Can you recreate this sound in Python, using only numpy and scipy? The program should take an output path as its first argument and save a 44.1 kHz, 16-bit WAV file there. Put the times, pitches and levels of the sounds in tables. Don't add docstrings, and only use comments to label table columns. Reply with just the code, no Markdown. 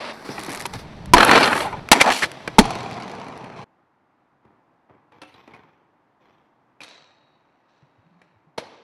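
import sys
import numpy as np
from scipy import signal
from scipy.io import wavfile
from scipy.ndimage import uniform_filter1d, map_coordinates

SR = 44100
rng = np.random.default_rng(int(sys.argv[2]) if len(sys.argv) > 2 else 0)


def pcm_store(signal):
    levels = np.round(np.clip(np.atleast_2d(signal), -1, 1) * 32767)
    wavfile.write(sys.argv[1], SR, levels.astype(np.int16).T)


N = 389403
TIME = np.arange(N) / SR
RING = np.arange(SR // 4) / SR
PAVING_S, AWAY_S, FAR_S = .13, 2.595, 3.644

# f/Hz, level/dB
RUN_OUT_TONE = [(47, -48), (80, -24), (229, -9.5), (461, -14.5), (613, -4.5), (747, -15.5), (950, -9.5),
                (1440, -15.5), (4700, -9.5), (6820, -28), (10100, -28), (12600, -46), (15000, -99)]
PAVING_TONE = [(59, -41), (100, -7.5), (243, 1.5), (552, -5.5), (898, -5.5), (1130, -6), (1690, -10),
               (2470, -13.5), (3120, -19.5), (4460, -12.5), (6950, -27), (11100, -25.5), (15500, -43)]
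SPIN_TONE = [(40, -21), (120, 1), (300, 0), (900, -4.5), (1500, -10), (2300, -13), (4500, -15.5),
             (6800, -29), (11000, -36.5), (15000, -54)]
LEDGE_TONE = [(50, -18.5), (120, -6), (280, 4.5), (480, 0.5), (900, -1.5), (1300, -2), (2400, -8),
              (3500, -15.5), (4400, -17), (5200, -20.5), (6800, -30.5), (11000, -34), (13000, -50),
              (15500, -72)]
LEDGE_END_TONE = [(35, -57.5), (60, -30), (129, -24.5), (229, 1.5), (347, -11), (458, -5.5), (551, -10),
                  (711, -3.5), (1630, -10), (1790, -7.5), (2980, -16.5), (5680, -22), (11400, -34),
                  (13400, -44.5), (15000, -114)]
AWAY_TONE = [(24, -58), (40, -24.5), (130, 6.5), (217, 4.5), (372, -3), (453, -2), (590, -6.5), (690, 0.5),
             (878, -3), (1150, -6), (1470, -12.5), (2460, -14.5), (3600, -20), (4200, -17), (5000, -22.5),
             (8580, -36), (9460, -34), (11500, -44), (14000, -84.5)]
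TICK_TONE = [(300, -14.5), (1100, -2), (2100, 4.5), (3100, -5.5), (4500, -1), (6500, -11), (9500, -22),
             (12000, -39.5), (15500, -65)]
SNAP_TONE = [(1000, -45), (4500, -16), (6500, -1.5), (9000, 0), (11000, -0.5), (12500, -10), (14000, -32),
             (15500, -50)]
# f/Hz, level/dB
WALL_TONE = [(47, -30), (80, -4.5), (340, -3), (437, -8), (651, -10.5), (930, -7.5), (1670, -18),
             (2240, -23), (6530, -51), (9530, -71), (12000, -52), (15600, -72), (22000, -120)]
RAIL_TONE = [(59, -46), (100, -18), (267, -5), (339, -12), (549, -5), (1330, -11), (1940, -9), (3260, -4),
             (3910, 2), (7720, -14), (12000, -58), (15600, -92), (22000, -120)]
STREET_TONE = [(47, -57.5), (80, -12), (270, -3), (306, -4), (475, -3), (855, -0.5), (1360, -10),
               (4480, -17), (7890, -37), (8760, -68.5), (12000, -75), (15600, -104), (22000, -120)]
# f/Hz, level/dB
TRAFFIC_TONE = [(25, -19.5), (60, -17), (90, -8), (130, 0.5), (200, -3), (300, 2), (440, -5.5), (900, 0),
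                (1400, -7.5), (2100, -14.5), (3100, -24.5), (5000, -32.5), (8000, -41), (15000, -47)]
BUFFET_TONE = [(20, -7), (50, -3.5), (90, 1), (160, 2), (250, -8.5), (450, -32.5), (1500, -68.5)]
KNOCK_TONE = [(40, -17), (120, -6.5), (300, -4), (1000, -0.5), (2300, -2.5), (4500, -5.5), (7000, -12),
              (11000, -15.5), (12800, -35.5), (15500, -54.5)]
# f/Hz, gain/dB
FAR_BLOW_TONE = [(150, 1.5), (500, 0.5), (1000, -1.5), (2500, 1), (5000, 0), (8000, -5), (14000, -2)]
# f/Hz, width/Hz, lift/dB
WHEEL_PEAKS = [(397, 40, 2.1), (656, 70, 2), (920, 210, 2.1), (2049.4, 300, 1.7)]
LOADED_WHEEL_PEAKS = [(790, 90, 2.4), (1020, 110, 2.5)]
BOOT_PEAKS = [(302, 62, 2.5), (864, 130, 4.5), (1233, 54, 1), (1570, 110, 0.5), (2102, 120, -0.5),
              (2340, 120, 3.5), (3180, 200, 0.5), (4360, 300, 4.5)]
CRUNCH_PEAKS = [(1240, 300, 8.5), (1700, 350, 7.5), (2354, 250, 4), (3140, 300, 6), (4200, 450, 11)]
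RAIL_PEAKS = [(3880, 220, 5), (4350, 400, 4.5)]
MICROPHONE_PEAKS = [(2880, 260, -1), (4627, 1600, -2.5), (5890, 320, 4), (6800, 700, -4.5),
                    (8520, 380, -6.5), (8800, 1900, 1)]
# t/s, length/s, level/dB, treble against body/dB
STRIDES = [(0, 0.11, -32.5, -8), (.13, 0.63, -42.5, -9.5), (.245, 0.39, -38, -6), (.48, 0.054, -36, -14),
           (.728, 0.026, -36.5, -4.5), (.78, 0.016, -45, 1.5), (3.56, 0.066, -44.5, -8.5),
           (4.44, 0.034, -61, -25.5), (4.885, .02, -56.5, -23), (5.115, 0.038, -55.5, -12),
           (5.24, .06, -63, 2), (5.335, 0.033, -53.5, -6.5), (5.475, 0.084, -51.5, -14),
           (6.2, .11, -62.5, -8.5), (8.59, 0.037, -46, -11), (8.7, .03, -52, -9.5)]
FREE_WHEELS = [(.78, .35, -43.5, -10.5), (1.68, .23, -42.5, -11), (2.24, .34, -41, -8.5)]
GRIT = [(1.165, .46, -38, 0), (2.1, 0.092, -39, 0)]
SCRAPES = [(1.428, 0.015, -22, 0.5), (1.93, 0.02, -15.5, -13), (1.95, 0.1, -22.5, -8),
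           (1.998, 0.032, -22, -0.5), (2.055, 0.061, -17.5, -10), (2.098, 0.13, -26, 3),
           (2.22, 0.023, -28, 3)]
RAIL_SLIDE = [(6.805, 0.081, -52, -0.5), (6.89, 0.048, -54, -2), (7.0, 1.3, -71.5, -14),
              (7.68, 0.11, -71, -4.5), (8.1, .25, -87, -5.5), (8.22, 0.038, -70.5, -11)]
# peak t/s, half width/s, level/dB
GUSTS = [(.55, 0.27, -51.5), (.77, 0.013, -32.5), (.92, 0.22, -40.5), (1.1, 0.032, -30), (1.3, 0.067, -37),
         (1.75, 0.093, -39), (2.53, 0.058, -44)]
# t/s, level/dB, relative bass/dB, relative treble/dB
KNOCKS = [(.289, -31.5, 2.5, -18), (.38, -24.5, -11, -13), (.482, -28.5, 1.5, -22), (.736, -29.5, -16, 3),
          (2.102, -9.5, -15, -10), (2.476, -20.5, -10, -3.5), (2.753, -27.5, -2.5, -2.5),
          (3, -34.5, -8, -4), (3.283, -38, -9.5, -1), (3.443, -36.5, -12, -5.5), (4.451, -58.5, 9, -11),
          (4.896, -54, 7.5, -22), (4.948, -61, 8, -20), (5.121, -50, -12.5, -13.5), (5.233, -41, -20, -9),
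          (5.341, -55, -8.5, -6), (5.476, -45, -0.5, -10), (5.515, -52, -8, -18), (5.541, -46, -12, -20),
          (5.563, -50, -8, -14), (6.834, -45, -12.5, 11.5), (6.844, -43.5, -19, 1), (6.887, -54, -18, 9.5),
          (8.216, -49, -9, -7.5)]
# t/s, length/s, f/Hz, width/Hz, level/dB
JUDDERS = [(.296, 0.048, 5240, 702, -43.5), (1.428, 0.023, 4400, 600.1, -20), (1.645, 0.043, 865, 150, -26),
           (1.722, 0.041, 890, 150.3, -31), (1.94, 0.064, 290, 120.1, -24), (1.998, .016, 2200, 898, -17.5),
           (2.037, 0.024, 835, 447.8, -18), (2.062, 0.04, 730, 330, -14), (2.098, 0.02, 1144, 899.6, -18),
           (2.218, 0.034, 1830, 500, -17.5), (8.612, .034, 487, 120, -43)]
# t/s, level/dB, relative snap/dB
TICKS = [(.394, -25, -5), (.401, -27, -6), (.412, -29, -7), (0.435, -25.5, -3), (.447, -27, -3),
         (.464, -26.5, -3.5), (0.494, -23, -9), (.501, -29, -5), (0.506, -26, -5), (.518, -24, -3),
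         (.527, -24, -4), (.5335, -26, -4), (.548, -23, -4), (.554, -30, -4), (.559, -26, -2),
         (.574, -22, -7), (0.597, -28, 1), (.604, -20, -9), (.611, -21, -6), (.622, -24, -7),
         (.663, -21, -4), (1.058, -32, -5), (1.2487, -20.5, 10.5), (1.8882, -19, -16), (2.316, -25, -6),
         (2.787, -26, -21), (2.806, -26, -23), (2.831, -29, -16), (2.9112, -30, -10), (2.93, -30, -23),
         (2.942, -30, -18), (2.97, -35, -21), (3.023, -27, -26), (3.033, -32, -16), (3.08, -28.5, -23),
         (3.097, -32, -16), (3.115, -29.5, -15), (3.151, -34, -16), (3.199, -32, -22), (3.215, -33, -25),
         (3.2435, -34, -20), (3.376, -35, -11)]
# t/s, crack level/dB, frame f/Hz, frame level/dB, thud f/Hz, thud level/dB
SLAMS = [(.654, -18.5, 952, -17, 383, -20.5), (1.1355, 6.5, 980, 11, 340, 7.5),
         (1.152, -20, 1020, -25, 245, -5.5), (1.9155, 10, 899, -7, 219.7, -19),
         (1.9285, 1, 852, -2, 249.7, -22), (1.9495, -31, 950, -12, 380, -12),
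         (2.0115, 1, 2320, -1.5, 277.3, -8), (2.0125, -14, 2108, -3, 945, -9),
         (2.5835, -8, 883, 6, 437.3, 6), (2.588, 5, 625.7, -3.5, 213, 13.5), (2.598, -22, 866, -12, 437, 1),
         (2.61, -21, 840, -10, 287, -1), (2.6535, -23.5, 815, -15, 260, -26),
         (2.705, -22, 778.5, -15.5, 300.3, -22.5), (5.2165, -37, 951, -34, 421, -35),
         (5.536, -53, 2210, -36, 928, -40), (5.546, -54, 2470, -42, 1100, -41),
         (6.8045, -40, 2510, -33, 604.5, -54.5), (6.815, -39, 2412, -32, 700.6, -50.5),
         (8.5765, -32.5, 901, -35, 559.3, -24), (8.58, -25, 908, -18, 472, -5.5),
         (8.5815, -37, 640, -17, 204, -18), (8.597, -38.5, 703, -42, 449, -30.5)]
# t/s, level/dB
THUMPS = [(1.136, -9.5), (2.588, -13)]
# t/s, level/dB, treble against body/dB
LEDGE_GRIND = [(1.16, -15, -9), (1.3, -15.5, -10), (1.335, -11, -10), (1.368, -11.5, -7.5), (1.39, -16, -5),
               (1.455, -19, -8), (1.5, -21.5, -11.5), (1.63, -26.5, -6.5), (1.674, -31, -11.5),
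               (1.7, -37.5, -10.5), (1.74, -37.5, -14), (1.8, -41, -11.5)]
# t/s, f/Hz
SOLE_PITCH = [(1.15, 1030), (1.22, 1265), (1.32, 1097), (1.362, 1451), (1.53, 1465), (1.63, 1150),
              (1.655, 874), (1.78, 902.4)]
# t/s, level/dB, relative treble/dB
CRUNCHES = [(1.181, -5, -5.5), (1.206, -4, -8.5), (1.229, -5, -6.5), (1.293, -6.5, -14), (1.3125, -3, -5.5),
            (1.356, -7.5, -7.5), (1.429, -10, -4.5), (1.44, -12, -3.5), (1.457, -11, -6.5),
            (1.475, -13.5, -8.5), (1.529, -7, -16), (1.577, -16.5, -6.5), (1.604, -16, -8.5),
            (1.727, -29, -12.5), (2.222, -18, -3), (2.233, -18.5, 3.5), (2.24, -16.5, -6)]
# t/s, level/dB
RAIL_BLOWS = [(5.218, -46.5), (6.815, -54)]
# f/Hz, relative level/dB, t60/s
RAIL_MODES = [(301, 2, 0.26), (533, 0, 0.28), (748, -3, .36), (1141, -7, .25), (1324, -1, 0.28),
              (2150, -11, 0.25), (2643, -4, 0.31), (2690, -6, .26), (3418, -5, .13), (4188, -16, .3)]
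# t/s, f/Hz, level/dB, decay/s
PINGS = [(5.219, 9351, -64, .055), (5.34, 3935, -49, .007), (5.341, 4760, -53, .005),
         (5.344, 3480, -53, .005), (5.346, 4090, -52, .006)]
# t/s, f/Hz, level/dB
RAIL_SONG = [(6.82, 3860, -66), (6.88, 3860, -61), (6.96, 3925, -57.5), (7.03, 3865, -63.5),
             (7.15, 3820, -68.5), (7.36, 3825, -74), (7.48, 3835, -88), (7.8, 3830, -87), (8.2, 3810, -88),
             (8.4, 3800, -98)]
# t/s, f/Hz, level/dB
BUMPS = [(7.825, 140, -38), (8.469, 158, -40)]
# f/Hz, t60/s
SQUARE_DECAY = [(100, 0.55), (500, 0.19), (2000, 0.74), (5000, 0.68), (12000, 0.36)]
# f/Hz, side against mid/dB
STEREO_WIDTH = [(60, -26.5), (500, -32), (1500, -28.5), (4000, -21), (10000, -16.5)]


def amp(db):
    return 10 ** (np.asarray(db) / 20)


def unit_rms(x):
    return x / np.sqrt(np.mean(x ** 2) + 1e-20)


def at_hz(points, hz):
    f, value = np.transpose(points)
    return np.interp(np.log(hz + 1), np.log(f + 1), value)


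def curve(rows):
    s, *columns = np.transpose(rows)
    return [np.interp(TIME, s, c) for c in columns]


def close(rows):
    return [row for row in rows if row[0] < FAR_S]


def far(rows):
    return [row for row in rows if row[0] >= FAR_S]


def add(mix, s, sound):
    part = mix[round(s * SR):][:len(sound)]
    part += sound[:len(part)]


def colour(x, tone=None, peaks=(), size=4096):
    hz = np.fft.rfftfreq(size, 1 / SR)
    db = np.zeros(len(hz)) if tone is None else at_hz(tone, hz)
    for f, width, lift_db in peaks:
        db = db + lift_db / (1 + (2 * (hz - f) / width) ** 2)
    log_gain = np.log(amp(np.maximum(np.r_[db, db[-2:0:-1]], -100)))
    taps = np.fft.ifft(np.exp(np.conj(signal.hilbert(log_gain)))).real
    return signal.oaconvolve(x, taps[:size // 2])[:len(x)]


def band(x, hz, kind):
    return signal.sosfilt(signal.butter(4, hz, kind, fs=SR, output="sos"), x)


def resonate(x, hz, width_hz):
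    turn = np.exp(2j * np.pi * np.cumsum(hz) / SR)
    pole = np.exp(-np.pi * width_hz / SR)
    return 2 * (turn * signal.lfilter([1 - pole], [1, -pole], x / turn + 1e-18)).real


def wander(size, per_s):
    knots = rng.standard_normal(2 * SR // 20)
    return unit_rms(np.interp(np.arange(size) * per_s / SR, np.arange(len(knots)), knots))


def mode(hz, rise_s, decay_s):
    return np.sin(2 * np.pi * hz * RING) * (1 - np.exp(-RING / rise_s)) * np.exp(-RING / decay_s)


def strokes(rows, attack_s, sag_db_per_s, release_db_per_s, dulling_db_per_s):
    body, treble = np.zeros((2, N))
    for s, length, level_db, bright_db in rows:
        age, after = np.maximum(TIME - s, 0), np.maximum(TIME - s - length, 0)
        gain = np.minimum(age / attack_s, 1)
        gain *= amp(level_db - sag_db_per_s * age - release_db_per_s * after)
        body += gain ** 2
        treble += (gain * amp(bright_db - dulling_db_per_s * after)) ** 2
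    return np.sqrt([body, treble])


def rub(start, end, gains, tone, peaks, grains_per_s, spread_db, hiss, chatter_db, spot_db, spots=5):
    now = slice(round(start * SR), round(end * SR))
    body_gain, treble_gain = gains[:, now]
    n = len(body_gain)
    force = np.zeros(n)
    for _ in range(spots):
        strength = amp(spread_db * np.minimum(rng.exponential(1, n), 4)) * rng.choice([-1, 1], n)
        grains = unit_rms(strength * (rng.random(n) < grains_per_s / spots / SR))
        load = amp(chatter_db * wander(n, 130))
        spot_hz = np.geomspace(500, 7000, num=8) * rng.uniform(.83, 1.2, 8)
        spot_peaks = [(hz, .07 * hz, spot_db) for hz in spot_hz]
        ringing = colour(load * (grains + hiss * rng.standard_normal(n)), peaks=spot_peaks)
        travel = np.arange(n) + np.cumsum(.07 * wander(n, 16))
        force += map_coordinates(ringing, [travel], order=3, mode="mirror")
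    force /= np.sqrt(uniform_filter1d(force ** 2, size=2600))
    sound = colour(force, tone, peaks)
    treble = signal.sosfiltfilt(signal.butter(4, 2500, "high", fs=SR, output="sos"), sound)
    body = (sound - treble) / np.std(band(sound, [200, 2500], "band"))
    contact = body_gain * body + treble_gain * unit_rms(treble)
    out = np.zeros(N)
    add(out, start, contact * signal.windows.tukey(n, 200 / n))
    return out


def traffic(level_db=-64):
    swell = amp(level_db + .5 * wander(N, 8.2))
    return swell * unit_rms(colour(rng.standard_normal(N), TRAFFIC_TONE))


def square_echo(x, echoes_per_s=2500):
    taps = rng.standard_normal(SR) * (rng.random(SR) < echoes_per_s / SR) * (TIME[:SR] > .008)
    hz, t, spectrum = signal.stft(taps, SR, nperseg=256)
    decay = amp(-60 * t / at_hz(SQUARE_DECAY, hz)[:, None])
    tail = signal.istft(spectrum * decay, SR, nperseg=256)[1]
    return signal.fftconvolve(x, tail / np.linalg.norm(tail))[:N]


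def buffeting():
    power = sum(amp(db) ** 2 * np.exp(-((TIME - s) / width) ** 2) for s, width, db in GUSTS)
    return np.sqrt(power) * unit_rms(colour(rng.standard_normal(N), BUFFET_TONE)) * (TIME < FAR_S)


def knocks(rows, peaks, body_decay_s, bass_decay_s, treble_decay_s):
    out = np.zeros(N)
    shell = colour(rng.standard_normal(N), KNOCK_TONE, peaks)
    bass = unit_rms(band(shell, 400, "low"))
    body = unit_rms(band(shell, [400, 2500], "band"))
    treble = unit_rms(band(shell, 2500, "high"))
    for s, level_db, bass_db, treble_db in rows:
        now = slice(round(s * SR), round(s * SR) + len(RING))
        sound = body[now] * np.exp(-RING / body_decay_s)
        sound += amp(bass_db) * bass[now] * np.exp(-RING / bass_decay_s)
        sound += amp(treble_db) * treble[now] * np.exp(-RING / treble_decay_s)
        add(out, s, amp(level_db) * sound * (1 - np.exp(-RING / .0006)))
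    return out


def judder(rows):
    out = np.zeros(N)
    for s, length, hz, width_hz, db in rows:
        pitch = hz * (1 + .02 * wander(len(RING), 60))
        rasp = resonate(resonate(rng.standard_normal(len(RING)), pitch, width_hz), pitch, width_hz)
        rasp /= np.sqrt(uniform_filter1d(rasp ** 2, size=600))
        rasp = rasp[-round(length * SR):]
        add(out, s, amp(db) * rasp * signal.windows.tukey(len(rasp), .5))
    return out


def ticks(rise_s=.0003, decay_s=.0016):
    out = np.zeros(N)
    for s, level_db, snap_db in TICKS:
        body, snap = rng.standard_normal((2, len(RING)))
        sound = unit_rms(colour(body, TICK_TONE)) + amp(snap_db) * unit_rms(colour(snap, SNAP_TONE))
        add(out, s, amp(level_db) * sound * (1 - np.exp(-RING / rise_s)) * np.exp(-RING / decay_s))
    return out


def slams(rows, crack_decay_s, ring_decay_s, thud_decay_s, rise_s=.00087):
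    out = np.zeros(N)
    for s, crack_db, ring_hz, ring_db, thud_hz, thud_db in rows:
        crack = unit_rms(colour(rng.standard_normal(len(RING)), KNOCK_TONE, BOOT_PEAKS))
        sound = amp(crack_db) * crack * (1 - np.exp(-RING / rise_s)) * np.exp(-RING / crack_decay_s)
        sound += amp(ring_db) * mode(ring_hz, rise_s, ring_decay_s)
        sound += amp(thud_db) * mode(thud_hz, .0036, thud_decay_s)
        add(out, s, sound)
    return out


def thumps(hz=27, decay_s=.028):
    out = np.zeros(N)
    thump = mode(hz, .004, decay_s) + mode(2.1 * hz, .004, .6 * decay_s)
    for s, level_db in THUMPS:
        add(out, s, amp(level_db) * thump)
    return out


def ledge_grind():
    scraping = strokes(SCRAPES, attack_s=.0084, sag_db_per_s=71.5,
                       release_db_per_s=551.5, dulling_db_per_s=100.5)
    level_db, bright_db = curve(LEDGE_GRIND)
    grinding = np.hypot(amp([level_db, level_db + bright_db]), scraping)
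    sole = rub(1.14, 1.8, grinding, LEDGE_TONE, BOOT_PEAKS,
               grains_per_s=3200, spread_db=2.5, hiss=.6, chatter_db=4, spot_db=11)
    rocking = amp(-4.5) * resonate(sole, *curve(SOLE_PITCH), width_hz=350)
    ledge_end = rub(1.93, 2.29, scraping, LEDGE_END_TONE, BOOT_PEAKS,
                    grains_per_s=3000, spread_db=5, hiss=.81, chatter_db=4, spot_db=8)
    return sole + rocking + ledge_end


def grit(grains_per_s=3600, clump_db=1.5):
    gain = strokes(GRIT, attack_s=.02, sag_db_per_s=3, release_db_per_s=261, dulling_db_per_s=0)[0]
    grains = rng.standard_normal(N) * (rng.random(N) < grains_per_s / SR)
    return gain * unit_rms(colour(grains * amp(clump_db * wander(N, 170)), SNAP_TONE))


def receding(start_m=1.4, m_per_s=4.5, start_db=-27.5, bright_db=-9, dulling_db_per_s=9.5):
    age = np.maximum(TIME - AWAY_S, 0)
    gain = amp(start_db) * start_m / (start_m + m_per_s * age)
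    return np.array([gain, gain * amp(bright_db - dulling_db_per_s * age)])


def patter(start, end, rolling_gain, per_s=26, offset_db=-8, spread_db=2.5, bass_db=-3, treble_db=-14):
    gap, softness = rng.random((60, 2)).T
    times = start + np.cumsum(.25 + 1.5 * gap) / per_s
    rolling_db = 20 * np.log10(np.interp(times, TIME, rolling_gain) + 1e-9)
    level_db = rolling_db + offset_db - spread_db * softness
    return [(s, db, bass_db, treble_db) for s, db in zip(times, level_db) if s < end]


def handrail(twin_db=-11, split_hz=18):
    out, t = np.zeros(N), TIME[:SR]
    for s, level_db in RAIL_BLOWS:
        for hz, db, t60 in RAIL_MODES:
            twin = np.sin(2 * np.pi * ((hz + split_hz * rng.standard_normal()) * t + rng.random()))
            beating = np.sin(2 * np.pi * hz * t) + amp(twin_db) * twin
            add(out, s, amp(level_db + db - 60 * t / t60) * beating)
    return out


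def pings():
    out = np.zeros(N)
    for s, hz, db, decay_s in PINGS:
        flicker = 1 + .6 * wander(len(RING), 150.3)
        add(out, s, amp(db) * mode(hz, .001, decay_s) * flicker)
    return out


def rail_song(width_hz=42, upper_band_hz=(4075, 4525), upper_db=-7):
    hz, level_db = curve(RAIL_SONG)
    friction = rng.standard_normal(N)
    main = resonate(resonate(friction, hz, width_hz), hz, 4 * width_hz)
    main /= np.sqrt(uniform_filter1d(main ** 2, size=3000))
    upper = band(friction, upper_band_hz, "band")
    held = (TIME > RAIL_SONG[0][0]) & (TIME < RAIL_SONG[-1][0])
    return held * amp(level_db) * (unit_rms(main) + amp(upper_db) * unit_rms(upper))


def bumps():
    out = np.zeros(N)
    for s, hz, db in BUMPS:
        add(out, s, amp(db) * mode(hz, rise_s=.0107, decay_s=.011))
    return out


def hum(start_s=7.97, length_s=.43, base_hz=123, rise_hz=72.9, level_db=-64.5):
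    out, n = np.zeros(N), round(length_s * SR)
    arch_hz = base_hz + rise_hz * np.sin(np.pi * TIME[:n] / length_s)
    hz = arch_hz * (1 + .126 * wander(n, 30.12))
    gain = amp(level_db + 5.4 * wander(n, 40.2)) * signal.windows.tukey(n, .12)
    add(out, start_s, gain * np.sin(2 * np.pi * np.cumsum(hz) / SR))
    return out


def close_run():
    rolling = strokes(close(STRIDES), attack_s=.0077, sag_db_per_s=1,
                      release_db_per_s=351, dulling_db_per_s=28.5)
    spinning = strokes(FREE_WHEELS, attack_s=.02, sag_db_per_s=6,
                       release_db_per_s=300.5, dulling_db_per_s=30.5)
    away = np.hypot(receding(), rolling)
    friction = rub(0, PAVING_S, rolling, RUN_OUT_TONE, WHEEL_PEAKS,
                   grains_per_s=3100, spread_db=1, hiss=.64, chatter_db=.5, spot_db=5)
    friction += rub(PAVING_S, .88, rolling, PAVING_TONE, WHEEL_PEAKS,
                    grains_per_s=3000, spread_db=2, hiss=.8, chatter_db=1.5, spot_db=6.5)
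    friction += rub(.78, 2.8, spinning, SPIN_TONE, WHEEL_PEAKS,
                    grains_per_s=3000, spread_db=2.5, hiss=1.6, chatter_db=2, spot_db=4.5)
    friction += ledge_grind()
    friction += rub(AWAY_S, FAR_S, away, AWAY_TONE, WHEEL_PEAKS + LOADED_WHEEL_PEAKS,
                    grains_per_s=900, spread_db=1.5, hiss=.96, chatter_db=2.5, spot_db=8.5)
    friction += judder(close(JUDDERS)) + grit()
    taps = close(KNOCKS) + patter(2.76, 3.62, away[0])
    crunches = [(s, db, -18, treble_db) for s, db, treble_db in CRUNCHES]
    hits = knocks(taps, BOOT_PEAKS, body_decay_s=.006, bass_decay_s=.016, treble_decay_s=.003)
    hits += knocks(crunches, CRUNCH_PEAKS, body_decay_s=.005, bass_decay_s=.015, treble_decay_s=.0043)
    hits += ticks() + thumps()
    hits += slams(close(SLAMS), crack_decay_s=.0053, ring_decay_s=.0059, thud_decay_s=.0053)
    direct = friction + hits
    return direct + amp(-28) * square_echo(direct) * (TIME < FAR_S)


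def far_run():
    rolling = strokes(far(STRIDES), attack_s=.013, sag_db_per_s=-1.5,
                      release_db_per_s=61, dulling_db_per_s=6)
    sliding = strokes(RAIL_SLIDE, attack_s=.0056, sag_db_per_s=0,
                      release_db_per_s=54.5, dulling_db_per_s=33)
    friction = rub(4.4, 6.8, rolling, WALL_TONE, WHEEL_PEAKS,
                   grains_per_s=1600, spread_db=6, hiss=.94, chatter_db=3.5, spot_db=10)
    friction += rub(6.805, 8.57, sliding, RAIL_TONE, RAIL_PEAKS,
                    grains_per_s=1500, spread_db=6, hiss=1, chatter_db=0, spot_db=8.5)
    friction += rub(8.59, N / SR, rolling, STREET_TONE, peaks=[(462, 66, 7.9)],
                    grains_per_s=4000, spread_db=-.5, hiss=1, chatter_db=-1, spot_db=4.5)
    hits = knocks(far(KNOCKS), BOOT_PEAKS, body_decay_s=.0069, bass_decay_s=.012, treble_decay_s=.0038)
    hits += handrail() + pings()
    friction += judder(far(JUDDERS))
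    blows = slams(far(SLAMS), crack_decay_s=.0085, ring_decay_s=.0047, thud_decay_s=.0026)
    blows = colour(blows, FAR_BLOW_TONE)
    direct = friction + rail_song() + hits + blows
    echo = amp(-10.5) * square_echo(hits) + amp(-14) * square_echo(blows)
    return band(direct + echo, 75, "high")


def scene():
    skater = colour(close_run() + far_run(), peaks=MICROPHONE_PEAKS)
    mid = skater + buffeting() + bumps() + hum() + traffic()
    scatter = rng.standard_normal(SR // 200)
    diffuse = signal.oaconvolve(mid, scatter / np.linalg.norm(scatter))[:N]
    side = colour(diffuse, STEREO_WIDTH)
    return np.array([mid + side, mid - side])


def record(dry):
    clipped = np.clip(dry, -.97, .97)
    low_pass = signal.firwin(511, cutoff=15900, window=("kaiser", 9), fs=SR)
    return signal.oaconvolve(clipped, low_pass[None], "same")


dry = scene()
out = record(dry)
pcm_store(out)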